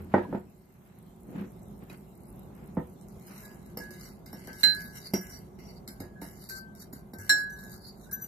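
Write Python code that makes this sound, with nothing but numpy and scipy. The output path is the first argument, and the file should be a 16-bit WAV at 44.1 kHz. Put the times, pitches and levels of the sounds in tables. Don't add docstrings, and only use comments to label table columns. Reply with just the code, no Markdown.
import sys
import numpy as np
from scipy import signal
from scipy.fft import rfft, irfft, next_fast_len
from scipy.io import wavfile
from scipy.ndimage import uniform_filter1d, map_coordinates

SR = 44100
rng = np.random.default_rng(int(sys.argv[2]) if len(sys.argv) > 2 else 0)


def to_linear_factor(level_db):
    exponent = np.asarray(level_db, float) / 20
    return 10 ** exponent


def wrap_up_sound(samples):
    columns = np.atleast_2d(samples).T
    tamed = np.clip(columns, -1, 1)
    steps = np.round(tamed * 32767).astype(np.int16)
    wavfile.write(sys.argv[1], SR, steps)


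N = 364707

# (frequency [Hz], density [dB per Hz])
GLAZE_COLOUR = [(600, -30.5), (1000, -10), (1500, 1.5), (2100, -14), (2500, -17), (3400, -12.5), (3900, -8),
                (4800, -7.5), (6300, -7.5), (7500, -8), (9200, -9), (12300, -2), (14100, -8.5),
                (15500, -19)]


def fork_hits():
    # (frequency [Hz], decay t60 [s], left-right difference
    # [dB], left lead [rad])
    mug_and_tine_modes = [(1549.5, .72, 10, 2.5), (1667.5, .56, -7, -.6), (3959, .2, 8, -2.4),
                          (4091, .36, -13, -1.6), (4153, .2, -2, -1.5), (5397, .23, 3, 1.6), (5652, .18, -3, .5),
                          (7569, .23, 10, .5), (7800, .15, -8, 2.1), (9900, .15, -10, .4), (10335, .3, -4, 1.1),
                          (11795, .13, -7, 1), (12235, .2, -4, .3), (13200, .17, -8, 1.4)]
    # (time [s], crack level [dB], level of each mode of mug and tine [dB])
    clinks = [
        (4.633, -28, [-29.5, -23, -23.5, -9, -31.5, -40.5, -45, -38, -32, -72, -66.5, -51, -66, -78.5]),
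        (7.294, -27, [-25, -16.5, -23.5, -27.5, -21.5, -21.5, -44, -25.5, -37, -34.5, -63.5, -40, -49.5, -44.5]),
    ]
    rests = [.1, .2]
    # (time [s], crack level [dB], wall ring level [dB], place on the rim [degrees])
    taps = [(0.1418, -57, -44, 120), (1.895, -53, -74, 41), (3.012, -42, -85, 34), (3.085, -43, -89, 37),
            (3.211, -49.5, -89, 45), (3.269, -39, -79, 35), (3.4308, -53, -51, 78), (3.662, -43, -65, 29),
            (3.7732, -29.5, -55, 100), (3.801, -49, -39, 73), (3.907, -34, -61, 86),
            (4.2615, -42.5, -60, 21), (4.329, -36, -57, 58), (4.473, -32, -44, 29), (4.531, -33.5, -55, 89),
            (5.1355, -28, -50, 72), (5.205, -60, -50, 50), (5.587, -53.5, -82, 21),
            (5.877, -28.5, -56.5, 16), (6.004, -56, -53.5, 96), (6.154, -76, -52, 56),
            (6.218, -35.5, -62, 91), (6.49, -34.5, -57, 4), (6.4992, -28.5, -38, 2.5),
            (6.751, -41, -89, 20), (6.9302, -42, -59.5, 12), (7.136, -53.5, -48.5, 3),
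            (7.186, -34.5, -47, 66), (7.618, -69, -53, 68), (8.074, -55, -63, 11),
            (8.114, -45.5, -42.5, 33)]
    # (time [s], level [dB])
    pings = [
        (1.9, -72),
        (3.774, -57),
        (4.328, -53),
        (5.137, -25.5),
        (5.589, -57.5),
        (6.216, -56),
        (6.49, -47),
    ]
    cracks, rings, touch = np.zeros((2, N)), np.zeros((2, N)), np.zeros((2, N))

    rebound_s, first_touch = 0.0043, 0.55
    for (s, db, levels), free in zip(clinks, rests):
        add(cracks, s, crack(db, t60=0.013))
        add(cracks, s + rebound_s, crack(db - 5.0, t60=0.029))
        clink = sum(ring(m, level, attack=0.00054, free=free, at=s) for m, level in zip(mug_and_tine_modes, levels))
        late = np.clip((np.arange(clink.shape[1]) / SR - rebound_s) / 0.001, 0, 1)
        add(rings, s, clink * (first_touch + (1 - first_touch) * late))

    for s, db, wall_db, place in taps:
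        low = ring(mug_and_tine_modes[0], wall_db + 3, attack=0.014, life=0.8, span=0.5, at=s)
        second = ring(mug_and_tine_modes[1], wall_db + 0.5, attack=0.009, life=0.85, span=0.5, at=s)
        angle = np.radians(place)
        add(touch, s, np.cos(angle) * low + np.sin(angle) * second)
        add(cracks, s, crack(db - 15.0, t60=0.023))

    for s, db in pings:
        add(touch, s, ring(mug_and_tine_modes[6], db, attack=0.0072))
    return cracks, (rings + touch) * to_linear_factor(0.9 * wobble(30))


def crack(db, t60):
    t = np.arange(SR // 8) / SR
    glints = rng.uniform(3830, 14000, 5)

    def bright(f):
        glaze = to_linear_factor(along(GLAZE_COLOUR, f)) + 0.069 * (f > 1500) * (f < 15500)
        return glaze * (0.65 + 1.4 * sum(peak(f, hz, 270) for hz in glints))

    tick = 2.6 * to_linear_factor(-60 * t / 0.006)
    shape = (to_linear_factor(-60 * t / t60) + tick) * (1 - np.exp(-t / 0.0002))
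    return to_linear_factor(db) * shape * unit(filtered(rng.standard_normal((2, len(t))), bright))


def ring(mode, db, attack, free=1, life=1, span=0.66, at=None):
    hz, t60, pan_db, lead = mode
    t = np.arange(int(SR * span)) / SR
    side = np.array([[0.5], [-0.5]])
    share = to_linear_factor(side * pan_db) / np.sqrt(np.mean(to_linear_factor(side * pan_db) ** 2))
    start = rng.random()
    if at is not None and hz < 2000:
        start = hz * round(at * SR) / SR
    wave = np.sin(2 * np.pi * (hz * t + start) + side * lead)
    damped_db = 400 * np.maximum(t - free, 0) * (hz > 3000)
    decay = to_linear_factor(db - 60 * t / (t60 * life) - damped_db)
    return share * decay * (1 - np.exp(-t / attack)) * wave


def stirring():
    # (time [s], time to fade [s], glaze hiss [dB],
    # mug hollow over hiss [dB], stem over hiss [dB])
    skids = [(1.898, 0.092, -62.5, -2, 5), (3.772, 0.14, -55.5, -1, 3), (3.907, 0.23, -61, -7, -1),
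             (4.26, 0.16, -61.5, -4, -0.5), (4.329, 1, -64.5, -4, 1.5), (4.634, 0.05, -41.5, -9, 10),
             (5.137, 0.046, -42.5, -27, 6), (5.21, 0.23, -66.5, -13, 1.5), (5.589, 0.22, -66.5, -3, 5),
             (5.877, 0.1, -54, -7, -3.5), (6.002, 0.075, -56.5, 0, 0.5), (6.215, 0.23, -56, -9, -1),
             (6.495, 0.089, -50.5, 4, -10.5), (6.751, 0.12, -70, -15, -3), (6.928, 0.084, -55, -4, -9.5),
             (7.135, 0.056, -59.5, -3, -4), (7.185, 0.47, -57.5, -23, -3), (7.296, 0.04, -37.5, -9, 2),
             (7.498, 0.17, -61.5, -17, -27.5), (8.112, 0.077, -53, -24, -30)]
    # (middle [s], half length [s], glaze hiss [dB],
    # mug hollow over hiss [dB], stem over hiss [dB])
    sweeps = [(3.4, 0.25, -59, -15, -3.5), (3.7, 0.16, -74.5, -19, 0), (4.055, 0.11, -59, -2, -2),
              (4.5, 0.13, -74.5, 6, 11.5), (4.61, 0.047, -57, -20, -12), (4.7, 0.082, -57.5, 4, 3),
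              (4.81, 0.13, -54, 1, -4), (4.972, 0.051, -54, -8, 0), (5.07, 0.058, -57, 11.5, -3.5),
              (5.26, 0.19, -60.5, -25, -1), (5.35, 0.08, -67, 11, 1.5), (5.7, 0.072, -70.5, 8.5, 0.5),
              (5.78, 0.019, -76.5, 21.5, -23.5), (6.44, 0.073, -58, 0, -17.5), (6.58, 0.053, -56.5, 8, -16),
              (6.82, 0.05, -57.5, -1, -23), (7.38, 0.079, -52.5, 4.5, -3), (7.64, 0.12, -63, -19, -17),
              (7.74, 0.082, -58.5, 0, -17), (7.875, 0.065, -62, 15.5, -32), (8.04, 0.1, -64.5, -13, -24),
              (8.25, 0.073, -60.5, -31, -11.5)]
    # (middle [s], half length [s], level [dB])
    whistles = [(3.79, .03, -60), (4.055, .08, -64), (4.6, .04, -58), (4.985, .06, -52), (5.16, .05, -54),
                (5.325, .075, -51), (5.66, .11, -61), (6.83, .05, -64)]

    def layers(rows):
        return [(s, length, db, db + hollow_db, db + stem_db) for s, length, db, hollow_db, stem_db in rows]

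    hiss, hollow, stem = fades(layers(skids)) + swells(layers(sweeps))
    tine = to_linear_factor(-13.5) * hiss + swells(whistles)[0]
    grit = to_linear_factor(2.5 * wobble(300) + 1.5 * wobble(40))
    glints = rng.uniform(2000, 14500, size=50)

    def glinting(f):
        return colour(GLAZE_COLOUR)(f) * (1 + to_linear_factor(2) * sum(peak(f, hz, 39.6) for hz in glints))

    def stem_and_neck(f):
        return peak(f, 2080, 200) ** 2 + to_linear_factor(-10.5) * peak(f, 2830, 475) ** 2

    rub = to_linear_factor(7) * hiss * unit(grit * patches(noise(glinting), patchy_db=4.0))
    rub += hollow * unit(to_linear_factor(2 * wobble(70)) * noise(lambda f: peak(f, 4620, 400) ** 2))
    return rub + tine * noise(lambda f: peak(f, 5652, 40)) + stem * noise(stem_and_neck)


def fork_notes():
    # (time [s], level [dB], low note [Hz], middle note [Hz], high note [Hz])
    landings = [(1.8981, -64, 4760, 8570, 12400), (3.2685, -47, 5030, 10000, 13800),
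                (3.7714, -32.5, 5250, 11000, 12040), (3.908, -46, 5000, 11100, 12500),
                (4.2597, -43, 4970, 9340, 12100), (4.3291, -37, 5410, 9900, 11960),
                (5.1356, -24.5, 4900, 9900, 11670), (5.2094, -41, 5620, 8480, 13900),
                (5.877, -36, 5100, 9320, 11450), (6.0018, -41.5, 5000, 10000, 12400),
                (6.2167, -45, 4880, 10100, 11900), (6.4887, -35, 4690, 9840, 12500),
                (6.9293, -45.5, 6980, 9710, 12000), (7.1357, -45, 5490, 10800, 11840),
                (7.1843, -42, 4880, 9400, 12200)]
    shares_db, decays_s = (-13, -18, -5.5), (0.17, 0.036, 0.082)
    out = np.zeros((2, N))
    for s, db, *pitches in landings:
        for hz, share_db, t60 in zip(pitches, shares_db, decays_s):
            add(out, s, ring((hz, t60, 0, rng.normal()), db + share_db, attack=0.00065, span=0.15))
    return out * to_linear_factor(3.9 * wobble(200))


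def clonks():
    # (time [s], frequency [Hz], level [dB], decay t60 [s])
    clonk_rows = [(.141, 828, -13, .06), (0.143, 970, -11, 0.031), (.14, 1506, -22.5, 0.057),
                  (.141, 1890, -26, 0.035), (4.635, 4100, -18, 0.06), (0.25, 980, -31, 0.036),
                  (.334, 620, -32, 0.091), (1.898, 2500, -43, 0.047), (5.137, 12000, -41.5, 0.054),
                  (7.2975, 4150, -4.5, 0.026), (5.136, 2120, -43, 0.036), (8.062, 1485, -55, 0.15),
                  (8.093, 1600, -49, 0.13), (8.112, 9830, -39, 0.025), (8.113, 11000, -38.5, 0.046)]
    out = np.zeros((2, N))
    for s, hz, db, t60 in clonk_rows:
        add(out, s, ring((hz, t60, -1, -0.4), db, attack=0.0022, span=0.15))
    return out


def scratches():
    # (time [s], peak level [dB], frequency [Hz])
    rough_spots = [(3.8945, -49, 12400), (4.0113, -36, 5000), (4.0472, -40, 7890), (4.6049, -48, 4140),
                   (4.7867, -39, 4730), (4.954, -39, 7570), (4.9721, -38, 5650), (5.0444, -41, 4780),
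                   (5.058, -31, 4870), (5.3465, -45, 5650), (5.7688, -46, 4490), (6.3723, -38, 12100),
                   (6.551, -37, 4520), (6.7984, -39, 13800), (6.8194, -40, 4730), (7.4969, -43, 6010),
                   (7.7179, -34, 12400), (7.8491, -37, 4260), (7.866, -35, 4230), (7.9952, -52, 4360),
                   (8.2207, -32, 12000)]
    out = np.zeros((2, N))
    for s, db, hz in rough_spots:
        add(out, s, ring((hz, 0.026, 0, rng.normal()), db - 6, attack=0.001, span=0.06))
        add(out, s, crack(db - 26, t60=0.015))
    return out


def squeaks():
    # (middle [s], half length [s], tone level [dB], octave level [dB])
    squeak_rows = [
        (7.53, 0.035, -54.5, -76),
        (8.134, 0.032, -43.5, -31.5),
        (8.17, 0.066, -60, -60),
        (8.227, 0.05, -48.5, -41.5),
    ]
    tone, octave = swells(squeak_rows, flat=2.1, rise=0.29)
    slip_hz = 6018 * (1 + 0.00306 * wobble(120))
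    phase = 2 * np.pi * np.cumsum(slip_hz) / SR
    flutter = to_linear_factor(3 + 1.6 * wobble(110))
    low = tone * np.sin(phase + [[0], [1.2]])
    high = octave * to_linear_factor([[2], [-2]]) * np.sin(2 * phase + [[0], [0.8]])
    return flutter * (low + high)


def knocks():
    # (time [s], peak level [dB], deep thump [dB], decay t60 [s])
    knock_rows = [(0.138, -7.5, -22, 0.13), (0.179, -18.5, -46, 0.059), (0.325, -23.5, -3, 0.08),
                  (0.346, -22.5, -2.5, 0.068), (1.897, -42.5, -37, 0.093), (2.768, -19, -1.5, 0.14),
                  (3.769, -30, -0.5, 0.2), (3.907, -43.5, -15, 0.049), (4.329, -37, -6, 0.17),
                  (4.474, -37, -42, 0.21), (4.633, -33.5, -0.5, 0.37), (5.134, -18, 1.5, 0.12),
                  (5.878, -41.5, 8, 0.18), (6.001, -31.5, -8, 0.25), (6.216, -33, -25, 0.19),
                  (6.929, -36, 7.5, 0.11), (7.132, -35, -2, 0.17), (7.185, -46, 6, 0.18),
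                  (7.295, -37.5, -16, 0.41)]
    out, t = np.zeros((2, N)), np.arange(SR // 3) / SR
    for s, db, deep_db, t60 in knock_rows:
        force = 0.13 * rng.standard_normal((1, len(t))) + 0.018 * rng.standard_normal((2, len(t)))
        force[:, 50:80] += 0.2 * np.hanning(30)
        force[:, 50:62] += 0.5 * to_linear_factor(0.71 * (db + 6)) * np.hanning(12)
        force[:, :50] = 0
        corner_hz = 1900 * to_linear_factor(-0.3 * (deep_db + 18.5))

        def weight(f):
            deep = to_linear_factor(deep_db + 3.0) / (1 + 1j * f / 230) ** 2
            return (1 + deep) / (1 + 1j * f / corner_hz) ** 2

        body = filtered(force * to_linear_factor(-60 * t / max(t60, 0.03)), lambda f: table_top(f) * weight(f))
        add(out, s, to_linear_factor(db + 1.0 + np.array([[-1.1], [1.1]])) * body / np.abs(body).max())
    return out


def table_thumps():
    # (time [s], frequency [Hz], level [dB], decay t60 [s])
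    thump_rows = [(0.0, 85, -37.5, 0.37), (0.331, 380, -28, 0.082), (1.378, 206, -28, .11),
                  (1.402, 193.7, -24, .14), (.15, 98, -34.5, 0.38), (2.769, 161, -23, 0.16),
                  (2.779, 70.6, -36, .2), (4.33, 100, -48, 0.18), (5.14, 387, -24, 0.12),
                  (6.003, 97.6, -41, 0.32), (6.22, 291, -39.5, .15), (7.187, 98, -39, 0.36)]
    out = np.zeros((2, N))
    for s, hz, db, t60 in thump_rows:
        add(out, s, ring((hz, t60, 0, 0), db, attack=0.0029, span=0.4, at=0))
    return out


def slides():
    # (middle [s], half length [s], drone level [dB], rasp level [dB])
    slide_rows = [(0.0, 0.088, -42, -53.5), (.24, 0.056, -58, -58), (.3, 0.19, -40.5, -74),
                  (.88, 0.45, -74, -65), (1.36, 0.12, -39, -58.5), (1.41, 0.095, -40, -51.5),
                  (.165, 0.064, -75, -45), (.35, 0.076, -70, -52), (1.83, 0.036, -47, -58),
                  (1.928, 0.066, -52, -51), (2.0, 0.043, -58, -78), (2.63, 0.28, -50.5, -61.5),
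                  (3.32, .08, -53, -53.5), (3.44, 0.21, -72, -56.5)]
    # (frequency [Hz], density [dB per Hz])
    wood_rasp = [(500, -12), (900, -0.5), (1500, -2), (2500, -8), (4000, -20), (7000, -32), (14000, -29.5),
                 (16000, -44)]
    drone, rasp = swells(slide_rows)
    board = noise(lambda f: table_top(f) / (1 + (f / 270) ** 2))
    grain = to_linear_factor(-2.5 + 2.2 * wobble(130)) * noise(colour(wood_rasp))
    return drone * to_linear_factor(0.75 * wobble(40.4)) * board + rasp * grain


def table_top(f):
    # (frequency [Hz], width [Hz], level [dB])
    board_modes = [(85, 3, -8.5), (192.4, 27.7, 7), (293.8, 38, 3), (363.3, 19.2, 5.5), (492, 38, 1.5),
                   (612, 38, 1), (855, 109, -2), (1330, 250, -11.5), (1860, 350, -11)]
    return sum((-1) ** k * to_linear_factor(db) * peak(f, hz, w) for k, (hz, w, db) in enumerate(board_modes))


def kitchen():
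    # (time [s], rumble level [dB])
    gain_curve = [
        (0.0, -51.5),
        (0.18, -49.5),
        (0.51, -58),
        (0.9, -57.5),
        (1.47, -51),
        (2.7, -50.5),
        (8.27, -51),
    ]
    # (frequency [Hz], density [dB per Hz])
    rumble_colour = [(15, -42.5), (25, -30.5), (43, -5.5), (59, -1.5), (77, -8), (205, 1), (226, -5),
                     (325, -15.5), (359, -5), (466, -17), (668, -16.5), (738, -17), (1370, -29),
                     (1610, -35), (3000, -52), (3900, -70.5), (6600, -120)]
    # (frequency [Hz], density [dB per Hz])
    hiss_colour = [(1180, -31.5), (2000, -5), (3520, -7.5), (4130, -5.5), (4690, -10.5), (7710, -5.5),
                   (9680, -11), (12100, -3), (15000, -5.5)]
    rumble = to_linear_factor(np.interp(np.arange(N) / SR, *np.transpose(gain_curve)))
    stirred = np.arange(N) > 3.3 * SR

    ticks = (rng.random(N) < 55 / SR) * to_linear_factor(3.2 * rng.standard_normal(N))
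    bursts = signal.fftconvolve(ticks, to_linear_factor(-60 * np.arange(900) / SR / 0.014))[:N]
    sizzle = bursts * noise(lambda f: peak(f, 11500, 5000) ** 2)
    butter = to_linear_factor(4.0 - 16.5 * stirred) * patches(sizzle, patchy_db=5.5)

    hiss = unit(patches(noise(colour(hiss_colour)), patchy_db=4.0)) + butter
    hiss = to_linear_factor(-41.0 - 4.5 * stirred) * rumble ** 0.5 * hiss
    hiss += to_linear_factor(-84.0 + 1.8 * wobble(9.4)) * noise(lambda f: peak(f, 2080, 45))
    sway = to_linear_factor(2.5 + 1.2 * wobble(6) + [[-0.6], [0.6]])
    return rumble * sway * noise(colour(rumble_colour)) + hiss


def room(x):
    # (frequency [Hz], decay t60 [s])
    wall_decay = [(150, 0.14), (1000, 0.2), (5000, 0.22), (14000, 0.061)]
    hz, t, z = signal.stft(rng.standard_normal((2, SR // 2)), SR, nperseg=256)
    tail = signal.istft(z * to_linear_factor(-60 * t / along(wall_decay, hz)[:, None]), SR, nperseg=256)[1]
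    tail = tail - filtered((tail - tail[::-1]) / 2, lambda f: 1 / (1 + (f / 380) ** 2))
    delayed = np.pad(x, ((0, 0), (300, 0)))
    return signal.fftconvolve(delayed, tail / np.linalg.norm(tail[0]), axes=1)[:, :N]


def noise(response):
    # (frequency [Hz], left-right likeness [-1 to 1])
    likeness = [(60, 0.82), (130, 0.91), (290, 0.86), (640, 0.23), (1410, -0.059), (3100, 0.11),
                (6820, -0.036), (15000, 0.057)]

    def turn(f):
        return np.arccos(np.clip(along(likeness, f), -1, 1)) / 2

    mid, side = filtered(rng.standard_normal((2, N)),
                         lambda f: response(f) * [np.cos(turn(f)), np.sin(turn(f))])
    return unit(np.array([mid + side, mid - side]))


def patches(x, patchy_db):
    z = signal.stft(x, nperseg=256)[2]
    field = uniform_filter1d(rng.standard_normal(z.shape[1:]), size=2, axis=0)
    field = uniform_filter1d(field, size=22, axis=1)
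    return signal.istft(z * to_linear_factor(patchy_db * unit(field)), nperseg=256)[1][:, :N]


def swells(rows, flat=1.17, rise=1):
    out = np.zeros((len(rows[0]) - 2, N))
    for s, half, *dbs in rows:
        start = max(s - 3 * half, 0)
        t = start + np.arange(int(6 * half * SR)) / SR
        away = abs(t - s) / np.where(t < s, rise * half, half)
        add(out, start, to_linear_factor(np.array(dbs)[:, None]) * to_linear_factor(-20 * away ** flat))
    return out


def fades(rows):
    s, fade, *dbs = np.transpose(rows)
    t = np.arange(N) / SR
    now = np.searchsorted(s, t) - 1
    return (now >= 0) * to_linear_factor(np.array(dbs)[:, now] - 20 * (t - s[now]).clip(0) / fade[now])


def wobble(rate):
    knots = rng.standard_normal(int(N * rate / SR) + 4)
    return map_coordinates(knots, [np.arange(N) * rate / SR])


def peak(f, hz, width):
    return 1j * f * width / (hz * hz - f * f + 1j * f * width)


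def colour(points):
    return lambda f: to_linear_factor(along(points, f))


def along(points, hz):
    f, v = np.transpose(points)
    return np.interp(np.log(hz + 1), np.log(f + 1), v)


def filtered(x, response):
    m = next_fast_len(x.shape[-1] + 8192)
    return irfft(rfft(x, m) * response(np.fft.rfftfreq(m, 1 / SR)), m)[..., :x.shape[-1]]


def unit(x):
    return x / np.sqrt(np.mean(x ** 2) + 1e-20)


def add(track, s, sound):
    part = track[:, round(s * SR):][:, :sound.shape[1]]
    part += sound[:, :part.shape[1]]


def scene():
    cracks, rings = fork_hits()
    blows = cracks + knocks()
    echoed = blows + to_linear_factor(-3.0) * room(blows)
    fork = rings + stirring() + fork_notes() + scratches() + squeaks()
    table = clonks() + table_thumps() + slides()
    return echoed + fork + table + kitchen()


def starved(x, margin_db, spread_db):
    # (frequency [Hz], margin [dB])
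    survival = [(2200, 3), (2550, 0), (2900, 3), (3250, 1), (3600, -3.5), (3900, 5), (4400, -1),
                (5700, 8.5), (6200, -2.5), (6800, 10), (7400, 5.5), (8400, 11.5), (9000, 6), (9700, 10),
                (15000, 8.5)]
    hz, _, z = signal.stft(x, SR, nperseg=1024)
    bands = z[:, :512].reshape(2, 128, 4, -1)
    power = uniform_filter1d(np.mean(np.abs(bands) ** 2, axis=(0, 2)), size=3, axis=1)
    level = uniform_filter1d(10 * np.log10(np.abs(power) + 1e-20), size=3, axis=0)
    treble = np.median(level[24:84], axis=0)
    calm = np.median(treble)
    ceiling = np.minimum(treble + 0.22 * (treble - calm), calm + 16)
    ceiling = ceiling - 0.85 * np.maximum(calm - treble, 0)
    luck = unit(uniform_filter1d(rng.standard_normal(level.shape), size=9, axis=1))
    limit = ceiling - margin_db - along(survival, hz[2:512:4])[:, None] + spread_db * luck
    keep = 1 / (1 + to_linear_factor(np.clip(20 * (limit - level), -60, 60)))
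    keep[hz[:512:4] < 2200] = 1
    click = np.roll(np.diff(treble, prepend=calm) > 4.5, 1)
    keep[hz[:512:4] > 14620] = to_linear_factor(-37.0) + click
    z[:, :512] *= np.repeat(keep, 4, axis=0)
    return signal.istft(z, SR, nperseg=1024)[1][:, :N]


def top_cut(x):
    return signal.sosfilt(signal.butter(12, 15600, fs=SR, output="sos"), x)


def record(dry):
    mix = starved(dry, margin_db=1.64, spread_db=3)
    return top_cut(mix)


dry = scene()
out = record(dry)
wrap_up_sound(out)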